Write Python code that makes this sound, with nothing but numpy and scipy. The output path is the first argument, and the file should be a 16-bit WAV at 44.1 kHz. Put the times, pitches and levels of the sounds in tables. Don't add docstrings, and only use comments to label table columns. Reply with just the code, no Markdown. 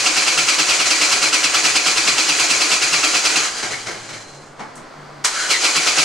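import sys
import numpy as np
from scipy import signal
from scipy.fft import rfft, irfft, next_fast_len
from scipy.io import wavfile
from scipy.ndimage import uniform_filter1d, minimum_filter1d, map_coordinates

SR = 44100
rng = np.random.default_rng(int(sys.argv[2]) if len(sys.argv) > 2 else 0)


def wrap_up_sound(samples):
    columns = np.atleast_2d(samples).T
    tamed = np.clip(columns, -1, 1)
    steps = np.round(tamed * 32767).astype(np.int16)
    wavfile.write(sys.argv[1], SR, steps)


N = 266364
TIME = np.arange(N) / SR
SWITCH_ON_S = 5.239

# (first compression [s], end [s], stroke period [s], strain of starting from rest [0-1])
KEY_TURNS = [(-.049, 3.42, .10545, 0), (5.498, 6.04, .1105, 1)]
# (clash level [dB], whine level [dB])
CYLINDER_LEVELS = [(-14.4, -19.2), (-14.2, -18.6), (-14.4, -19.2), (-14.1, -19.4)]
# (frequency [Hz], width [Hz], lift [dB])
RINGING_PEAKS = [(295, 70, 3.5), (395, 50, 4.5), (576, 61, 4.5), (690, 60, 4.5), (785, 70, 4),
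                 (1355, 50, 6), (2218, 24, 9), (2353, 24, 10), (2492, 20, 10), (2563, 30, 8), (2789, 36, 6),
                 (2993, 36, 4), (3165, 36, 5), (4124, 54, 7), (4570, 70, 2), (4726, 44, 5), (4829, 44, 9),
                 (4971, 25, 5), (5200, 40, 4), (5324, 44, 6), (5652, 36, 4), (6056, 26, 7), (7750, 50, 6),
                 (9370, 34, 9)]


def cranking():
    # (time since take-up [s], clash level [dB], whine level [dB], whirr level [dB])
    stroke_levels = [(0, -7.5, -2, -5.5), (.007, -1, 1, 2), (.018, -.5, -2, 1.5), (.028, -4, -3, 0.5),
                     (.042, -9.5, -2.5, 0.5), (.056, -9.5, -9.5, 1.5), (.07, -18.5, -7, 1),
                     (.088, -15, -21, 0), (.15, -20, -25, 5.5)]
    # (time since take-up [s], speed [ratio])
    speed_sag = [(0, 1.11), (.006, 1.08), (.016, 1.025), (.027, .985), (.04, .93), (.052, .88), (.066, .98),
                 (.085, .98), (.1, 1.02)]
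    strokes = compressions()
    current = np.clip(np.searchsorted(strokes[0], TIME) - 1, 0, strokes.shape[1] - 1)
    start, cylinder, strain, count = strokes[:, current]
    whine_scatter, speed_scatter, clash_scatter = rng.standard_normal((strokes.shape[1], 3))[current].T
    age = (TIME - start) / (1 + .23 * strain)
    engaged = np.interp(age, [.11, .15], [1, 0])

    clash_db, whine_db, whirr_db = curves(stroke_levels, age)
    cylinder_clash_db, cylinder_whine_db = np.array(CYLINDER_LEVELS)[cylinder.astype(int)].T
    clash_db += cylinder_clash_db - .05 * count + .7 * clash_scatter
    piston_climb = np.interp(age, [.01, .046, .058, .068], [0, 1, 1, 0])
    whine_db += cylinder_whine_db + strain * (11 * piston_climb - 4.5) + .15 * whine_scatter

    motor_hz, motor_whirr, motor_whine, slack = starter_motor(strain)
    drag = .16 * strain * np.minimum(age / .04, 1)
    speed_change = curves(speed_sag, age)[0] - 1 - drag + .012 * speed_scatter
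    pitch_hz = motor_hz * (1 + engaged * speed_change)
    mesh_hz = .28 * pitch_hz
    clash = tooth_clash(mesh_hz, engaged * amp(clash_db))
    whirr = pinion_whirr(mesh_hz, engaged * whirr_db, motor_whirr, slack)
    whine = gear_whine(pitch_hz, np.hypot(engaged * amp(whine_db), motor_whine), slack, strain)
    return clash + whirr + whine + brush_squeal(age, engaged)


def compressions():
    tiring_s, strain_lag_s = .000056, .0295
    count = np.arange(40)
    turns = []
    for first, end, period, from_rest in KEY_TURNS:
        strain = from_rest * .2 ** count
        gaps = period + tiring_s * count + strain_lag_s * strain
        starts = first + np.cumsum(gaps) - gaps
        turns.append(np.array([starts, count % len(CYLINDER_LEVELS), strain, count])[:, starts < end])
    return np.hstack(turns)


def starter_motor(strain):
    # (time [s], level [dB])
    coast_levels = [(3.4, -16), (3.44, -19), (3.52, -27.5), (3.59, -27), (3.79, -30.5), (3.89, -38.5),
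                    (4.13, -39), (4.39, -46), (4.6, -55.5), (5.23, -80)]
    # (time [s], relative level [dB])
    spin_swell = [(5.24, -30), (5.31, -12), (5.36, -1), (5.41, 0), (5.44, -4), (5.5, -3)]
    crank_hz, spin_hz, coast_hz_per_s, spin_up_s = 1264.5, 1550, 780, .06
    released, taken_up = KEY_TURNS[0][1], KEY_TURNS[1][0]
    coasting = (TIME > released) & (TIME <= SWITCH_ON_S)
    spinning = (TIME > SWITCH_ON_S) & (TIME < taken_up)
    by_state = lambda coast, spin, crank: np.select([coasting, spinning], [coast, spin], crank)
    powered_s = np.clip(TIME - SWITCH_ON_S, 0, taken_up - SWITCH_ON_S)
    speed = 1 - np.exp(-powered_s / spin_up_s)
    coast_hz = np.maximum(crank_hz - coast_hz_per_s * (TIME - released), 300)
    coast_whirr = amp(curves(coast_levels)[0])
    pitch_hz = by_state(coast_hz, spin_hz * speed, crank_hz)
    whirr = by_state(coast_whirr, speed * amp(-25.5 + 19 * powered_s), amp(-19.5 - 2 * strain))
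    whine = by_state(coast_whirr * amp(-15), amp(-26.5 + curves(spin_swell)[0]), amp(-34.5))
    slack = by_state(coast=.55, spin=1, crank=0)
    return pitch_hz, whirr, whine, slack


def tooth_clash(mesh_hz, level):
    # (frequency [Hz], relative density [dB])
    spectrum = [(60, -74), (215, -18.5), (300, -7.5), (600, -4.5), (1200, 3.5), (1900, 1), (3300, 4),
                (5000, 3), (7000, 1), (8500, -3), (10500, -10), (12500, -18), (15500, -53)]
    strikes = noise() * tooth_pulses(mesh_hz, decay_db=-1.5, scatter_db=1.1)
    return driven(strikes, level, spectrum, RINGING_PEAKS)


def pinion_whirr(mesh_hz, stroke_db, level, slack):
    # (frequency [Hz], relative density [dB])
    loaded_spectrum = [(60, -62), (210, -18.5), (300, -4.5), (700, -4.5), (1500, 0), (2500, 0), (3400, -1),
                       (5000, 0), (6800, 2), (8500, -6), (10500, -13), (12500, -28), (15500, -35)]
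    free_spectrum = [(60, -38), (190, -19), (330, -1), (700, 1), (1500, 5.5), (2400, 3.5), (3000, 5),
                     (5000, 3), (6800, 4.5), (8500, -1.5), (10500, -9), (12500, -25), (15500, -31)]
    # (frequency [Hz], bandwidth [Hz], lift [dB])
    loaded_modes = [(720, 160, 4), (1400, 160, 1), (3450, 450, -3), (4150, 170, 4), (4400, 150, -2),
                    (4760, 220, 4), (7200, 50, 3), (7564, 22, 7)]
    free_modes = [(730, 140, 3), (1600, 260, 3), (3500, 500, -4), (4130, 130, 5), (4430, 200, -3),
                  (4820, 190, 6), (6200, 160, 4), (7180, 160, 6)]
    rasp = noise() * tooth_pulses(2 * mesh_hz, decay_db=2.5, scatter_db=.1)
    rasp *= amp(stroke_db + 1.35 * wobble(40))
    loaded = driven(rasp, level * (slack == 0), loaded_spectrum, loaded_modes)
    free = driven(rasp, level * (slack > 0), free_spectrum, free_modes)
    return loaded + free


def tooth_pulses(rate_hz, decay_db, scatter_db):
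    passed = np.cumsum(rate_hz * (1 + .06 * wobble(150))) / SR
    force_db = scatter_db * rng.standard_normal(N // 8)
    return unit(amp(force_db[passed.astype(int)] - decay_db * (passed % 1)))


def gear_whine(pitch_hz, level, slack, strain):
    # (frequency [multiple of the pitch], relative level [dB])
    partials = [(1, -7), (2, 4.5), (3, -12), (3.76, -2.5), (5, -9)]
    # (frequency [Hz], relative gain [dB])
    radiation = [(500, 0), (1100, -4), (1400, 2.5), (1750, 1), (2000, 2), (2300, .8), (2550, -1), (2800, 1),
                 (3050, -1.5), (4100, 0), (4400, -3), (4650, -.5), (4830, 1), (5250, 1), (5700, -3),
                 (9000, -8)]
    gear_teeth, runout_rad, runout_depth = 9, .3, .5
    backlash = 1 + (.022 + .055 * slack + .03 * np.sqrt(strain)) * wobble(520) + .005 * wobble(25)
    phase = 2 * np.pi * np.cumsum(pitch_hz * backlash) / SR
    shaft_angle = phase / gear_teeth + wobble(60)
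    phase += runout_rad * (1 + 2 * slack + strain) * np.sin(shaft_angle)
    tone = np.zeros(N)
    for order, db in partials:
        strength = amp(db - 24 * slack * (order > 1) + 2.5 * wobble(300) + 1.5 * wobble(25))
        tone += strength * np.sin(order * phase + .3 * wobble(160))
    tone *= 1 + runout_depth * np.cos(shaft_angle)
    tone /= np.sqrt(np.abs(uniform_filter1d(tone ** 2, size=1024)) + 1e-9)
    milder_peaks = [(hz, width, .8 * db) for hz, width, db in RINGING_PEAKS]
    tone = driven(tone, level, radiation, milder_peaks)
    return .95 * tone + .3 * reverberation(tone, [(1000, .03), (8000, .02)], length=4096)


def brush_squeal(age, engaged):
    # (frequency [Hz], relative density [dB])
    spectrum = [(6300, -60), (6640, -18), (6662, 0), (6685, -18), (7000, -60)]
    swell = np.interp(age, [.035, .05, .08, .1], [.4, 1, 1, .4])
    return engaged * swell * amp(-34.5 + 2 * wobble(5)) * unit(colour(noise(), spectrum))


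def take_up_knocks():
    lead_s, db, rise_s, t60_s, tilt_db = .004, -23.5, .002, .07, -1
    return impacts([(s - lead_s, db, rise_s, t60_s, tilt_db, 0) for s in compressions()[0] if s > 0])


def booms():
    # (frequency [Hz], time since take-up [s], width [s], level [dB])
    cylinder_booms = [
        [(172.4, 0.0178, 0.02, -42.5), (283, 0.0217, 0.012, -35), (125, .07, 0.026, -48)],
        [(293, 0.016, 0.012, -35), (309, .046, 0.014, -36)],
        [(176, 0.0237, 0.015, -40.5), (290, 0.02403, 0.019, -35)],
        [(124, 0.0274, 0.019, -45), (315, 0.034, 0.019, -46)],
    ]
    # (time [s], frequency [Hz], width [s], level [dB])
    body_bumps = [(2.115, 62, .016, -49), (3.52, 66, .022, -50)]
    bursts = list(body_bumps)
    for start, cylinder, strain, _ in compressions().T:
        for hz, delay, width, db in cylinder_booms[int(cylinder)]:
            bursts.append((start + delay, hz, width, db - 10 * strain))
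    out = np.zeros(N)
    for peak_s, hz, width, db in bursts:
        louder, higher, phase = rng.standard_normal(3)
        near = np.abs(TIME - peak_s) < 3 * width
        t = TIME[near] - peak_s
        tone = np.sqrt(2) * np.sin(2 * np.pi * (hz * (1 + .025 * higher) * t + phase))
        out[near] += amp(db + louder) * np.exp(-(t / width) ** 2) * tone
    return out


def engine_rocking():
    # (time [s], level before the block [dB], decay time t60 [s])
    rocks = [(3.622, -21, 0.39), (3.705, -27, 0.28), (3.86, -24.5, 0.63), (4.085, -32, 0.32),
             (4.128, -36.5, 0.43)]
    # (frequency [Hz], gain [dB])
    block_response = [(100, 11), (220, -4), (400, -1.5), (1000, -8), (3000, 1.5), (9000, 3.5)]
    # (frequency [Hz], bandwidth [Hz], lift [dB])
    block_modes = [(380, 80, 5), (665, 130, 4), (1120, 70, 3), (1370, 40, 4), (1590, 70, 5), (1830, 50, 4),
                   (2145, 45, 7), (2330, 40, 6), (3070, 70, 7), (3810, 50, 4), (4130, 70, 6), (4780, 80, 5)]
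    rise_s, tilt_db, ring_db = .01, -1.46, 4.5
    blows = impacts([(s, db, rise_s, t60, tilt_db, ring_db) for s, db, t60 in rocks])
    return colour(blows, block_response, block_modes)


def drive_squeals():
    # (time [s], duration [s], first pitch [Hz], last pitch [Hz], roughness [share of pitch], level [dB])
    glides = [(3.535, 0.085, 4780, 4830, .024, -32), (3.545, .07, 1540, 1620, .07, -35),
              (3.625, 0.075, 1570, 1640, .06, -33), (3.625, 0.09, 720, 660, .13, -33.5),
              (3.695, 0.08, 1970, 2220, 0.08, -30), (3.74, .1, 2320, 2335, .03, -41),
              (3.865, 0.12, 700, 640, .14, -39), (3.98, .5, 4150, 4110, .012, -51)]
    out = np.zeros(N)
    for start, duration, first_hz, last_hz, roughness, db in glides:
        progress = np.clip((TIME - start) / duration, 0, 1)
        hz = (first_hz + (last_hz - first_hz) * progress) * (1 + roughness * wobble(500))
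        tone = np.sin(2 * np.pi * np.cumsum(hz) / SR) * amp(1.5 * wobble(300))
        out += amp(db) * np.sin(np.pi * progress) * unit(tone)
    return out


def switch_clunks():
    # (time [s], level [dB], rise [s], decay time t60 [s], tilt [dB/octave], panel ring [dB])
    clunks = [(4.593, -30, 0.002, 0.3, -2, 10), (4.602, -32, 0.0049, 0.14, -5, 17),
              (4.753, -40.5, .0033, 0.23, 16, 0), (4.765, -37, .01, 0.24, -6.5, -2),
              (5.24, -11.5, 0.01, 0.21, 3.5, 0.5)]
    return impacts(clunks)


def impacts(rows):
    # (frequency [Hz], relative density [dB])
    spectrum = [(50, -50), (130, -12.5), (300, -3.5), (800, 2.5), (1300, 5.5), (2100, 0.5), (3200, -5.5),
                (6000, -2.5), (9000, -11), (12000, -28.5), (15500, -41)]
    # (frequency [Hz], bandwidth [Hz], share of the ring [0-1])
    panel_modes = [(215, 40, .8), (834, 200, 1), (1740, 160, .6), (2250, 400, .6)]
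    out = np.zeros((2, N + SR))
    size = SR // 2
    t = np.arange(size) / SR
    hz = np.fft.rfftfreq(size, 1 / SR)
    octaves = np.log2(np.clip(hz, 120, 9000) / 1000)
    panel = sum(share / (1 + (2 * (hz - centre) / width) ** 2) for centre, width, share in panel_modes)
    rattle = noise() * amp(.88 * wobble(250))
    for s, db, rise, t60, tilt_db, ring_db in rows:
        span = slice(round(s * SR), round(s * SR) + size)
        gain = amp(along(spectrum, hz) + tilt_db * octaves + ring_db * panel)
        body = unit(irfft(rfft(rattle[:, span], size) * gain, size))
        envelope = np.minimum(t / rise, 1) * amp(db - 60 * np.maximum(t - rise, 0) / t60)
        out[:, span] += body * envelope
    return out[:, :N]


def fuel_pump():
    # (frequency [Hz], relative density [dB])
    rush_spectrum = [(40, -29), (72, -5), (100, -7), (140, -16), (220, 1.5), (400, -2.5), (700, 2.5),
                     (1100, 3.5), (1900, -3.5), (3000, -12), (4700, -10), (7000, -19), (10000, -27),
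                     (15000, -61)]
    # (start [s], end [s], frequency [Hz], level [dB])
    hums = [(3.68, 4.26, 114, -50), (4.28, 4.8, 145, -55.5), (4.36, 4.92, 86, -59),
            (4.95, 5.25, 145, -49.5)]
    prime_s, ramp_s = 4.57, .032
    whistle_s, settle_s, whistle_hz = 4.83, .05, 4715
    running = lambda start, end: np.clip(np.minimum(TIME - start, end - TIME) / ramp_s + .5, 0, 1)
    out = running(prime_s, SWITCH_ON_S) * amp(-42.5) * unit(colour(noise(), rush_spectrum))
    for start, end, hz, db in hums:
        phase = 2 * np.pi * np.cumsum(hz * (1 + .025 * wobble(24))) / SR
        out += running(start, end) * amp(db) * unit(np.sin(phase) * amp(2.5 * wobble(16)))
    settled = 1 - np.exp(-np.maximum(TIME - whistle_s, 0) / settle_s)
    phase = 2 * np.pi * np.cumsum(whistle_hz * (1 - .08 * (1 - settled) + .006 * wobble(300))) / SR
    whistle = amp(-64) * unit(np.sin(phase)) + amp(-79) * unit(np.sin(3 * phase))
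    return out + settled * (TIME < SWITCH_ON_S) * whistle


def reverberation(x, t60s, length):
    hz, t, bins = signal.stft(rng.standard_normal((2, length)), SR, nperseg=256)
    tail = signal.istft(bins * amp(-60 * t / along(t60s, hz)[:, None]), SR, nperseg=256)[1]
    return signal.fftconvolve(np.atleast_2d(x), tail / np.linalg.norm(tail[0]), axes=1)[:, :N]


def background():
    # (frequency [Hz], relative density [dB])
    spectrum = [(20, -2), (45, -27), (75, -15), (130, -8.5), (250, -5.5), (700, -4.5), (1500, -10),
                (3000, -24), (8000, -30), (15000, -58)]
    return amp(-41.5) * unit(colour(noise(), spectrum))


def driven(x, level, spectrum, peaks):
    return unit(colour(x * level, spectrum, peaks)) * np.sqrt(np.mean(level ** 2))


def colour(x, spectrum, peaks=()):
    size = 2 * next_fast_len(N // 2 + 8192)
    hz = np.fft.rfftfreq(size, 1 / SR)
    lift = sum((amp(db) ** 2 - 1) / (1 + (2 * (hz - centre) / width) ** 2) for centre, width, db in peaks)
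    gain = amp(along(spectrum, hz)) * np.sqrt(np.maximum(1 + lift, 1e-3))
    cepstrum = irfft(np.log(gain + 1e-6))
    cepstrum[1:size // 2] *= 2
    cepstrum[size // 2 + 1:] = 0
    return irfft(rfft(x, size) * np.exp(rfft(cepstrum)), size)[..., :N]


def noise():
    # (frequency [Hz], correlation [0-1])
    correlation = [(60, 0.92), (120, 0.84), (240, 0.87), (480, 0.6), (950, 0.74), (1890, 0.87),
                   (3770, 0.89), (7520, 0.79), (15000, 0.11)]
    size = next_fast_len(N)
    angle = np.arccos(np.clip(along(correlation, np.fft.rfftfreq(size, 1 / SR)), 0, 1)) / 2
    white = rfft(rng.standard_normal((2, size)))
    mid, side = irfft(white * [np.cos(angle), np.sin(angle)], size)[:, :N]
    return unit(np.array([mid + side, mid - side]))


def wobble(rate):
    return map_coordinates(rng.standard_normal(int(N * rate / SR) + 4), [TIME * rate])


def curves(rows, at=TIME):
    times, *columns = np.transpose(rows)
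    return [np.interp(at, times, column) for column in columns]


def along(points, hz):
    frequencies, values = np.transpose(points)
    return np.interp(np.log(hz + 1), np.log(frequencies + 1), values)


def amp(db):
    return 10 ** (np.asarray(db) / 20)


def unit(x):
    return x / np.sqrt(np.mean(x ** 2) + 1e-20)


def scene():
    # (frequency [Hz], decay time t60 [s])
    garage_decay = [(150, 0.27), (1000, 0.31), (5000, 0.12), (12000, 0.097)]
    bay = cranking() + booms() + drive_squeals() + engine_rocking()
    bay += switch_clunks() + fuel_pump() + take_up_knocks()
    room = amp(-8) * reverberation(bay, garage_decay, length=SR // 2)
    balance = amp([[-.2], [.2]])
    return (bay + room + background()) * balance


def record(dry):
    ceiling, top_hz = .95, 15700
    needed_gain = np.minimum(1, ceiling / (np.abs(dry).max(axis=0) + 1e-9))
    limited = dry * uniform_filter1d(minimum_filter1d(needed_gain, size=200), size=200)
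    size = next_fast_len(N + 8192)
    passband = np.fft.rfftfreq(size, 1 / SR) < top_hz
    return irfft(rfft(limited, size) * passband, size)[:, :N]


dry = scene()
out = record(dry)
wrap_up_sound(out)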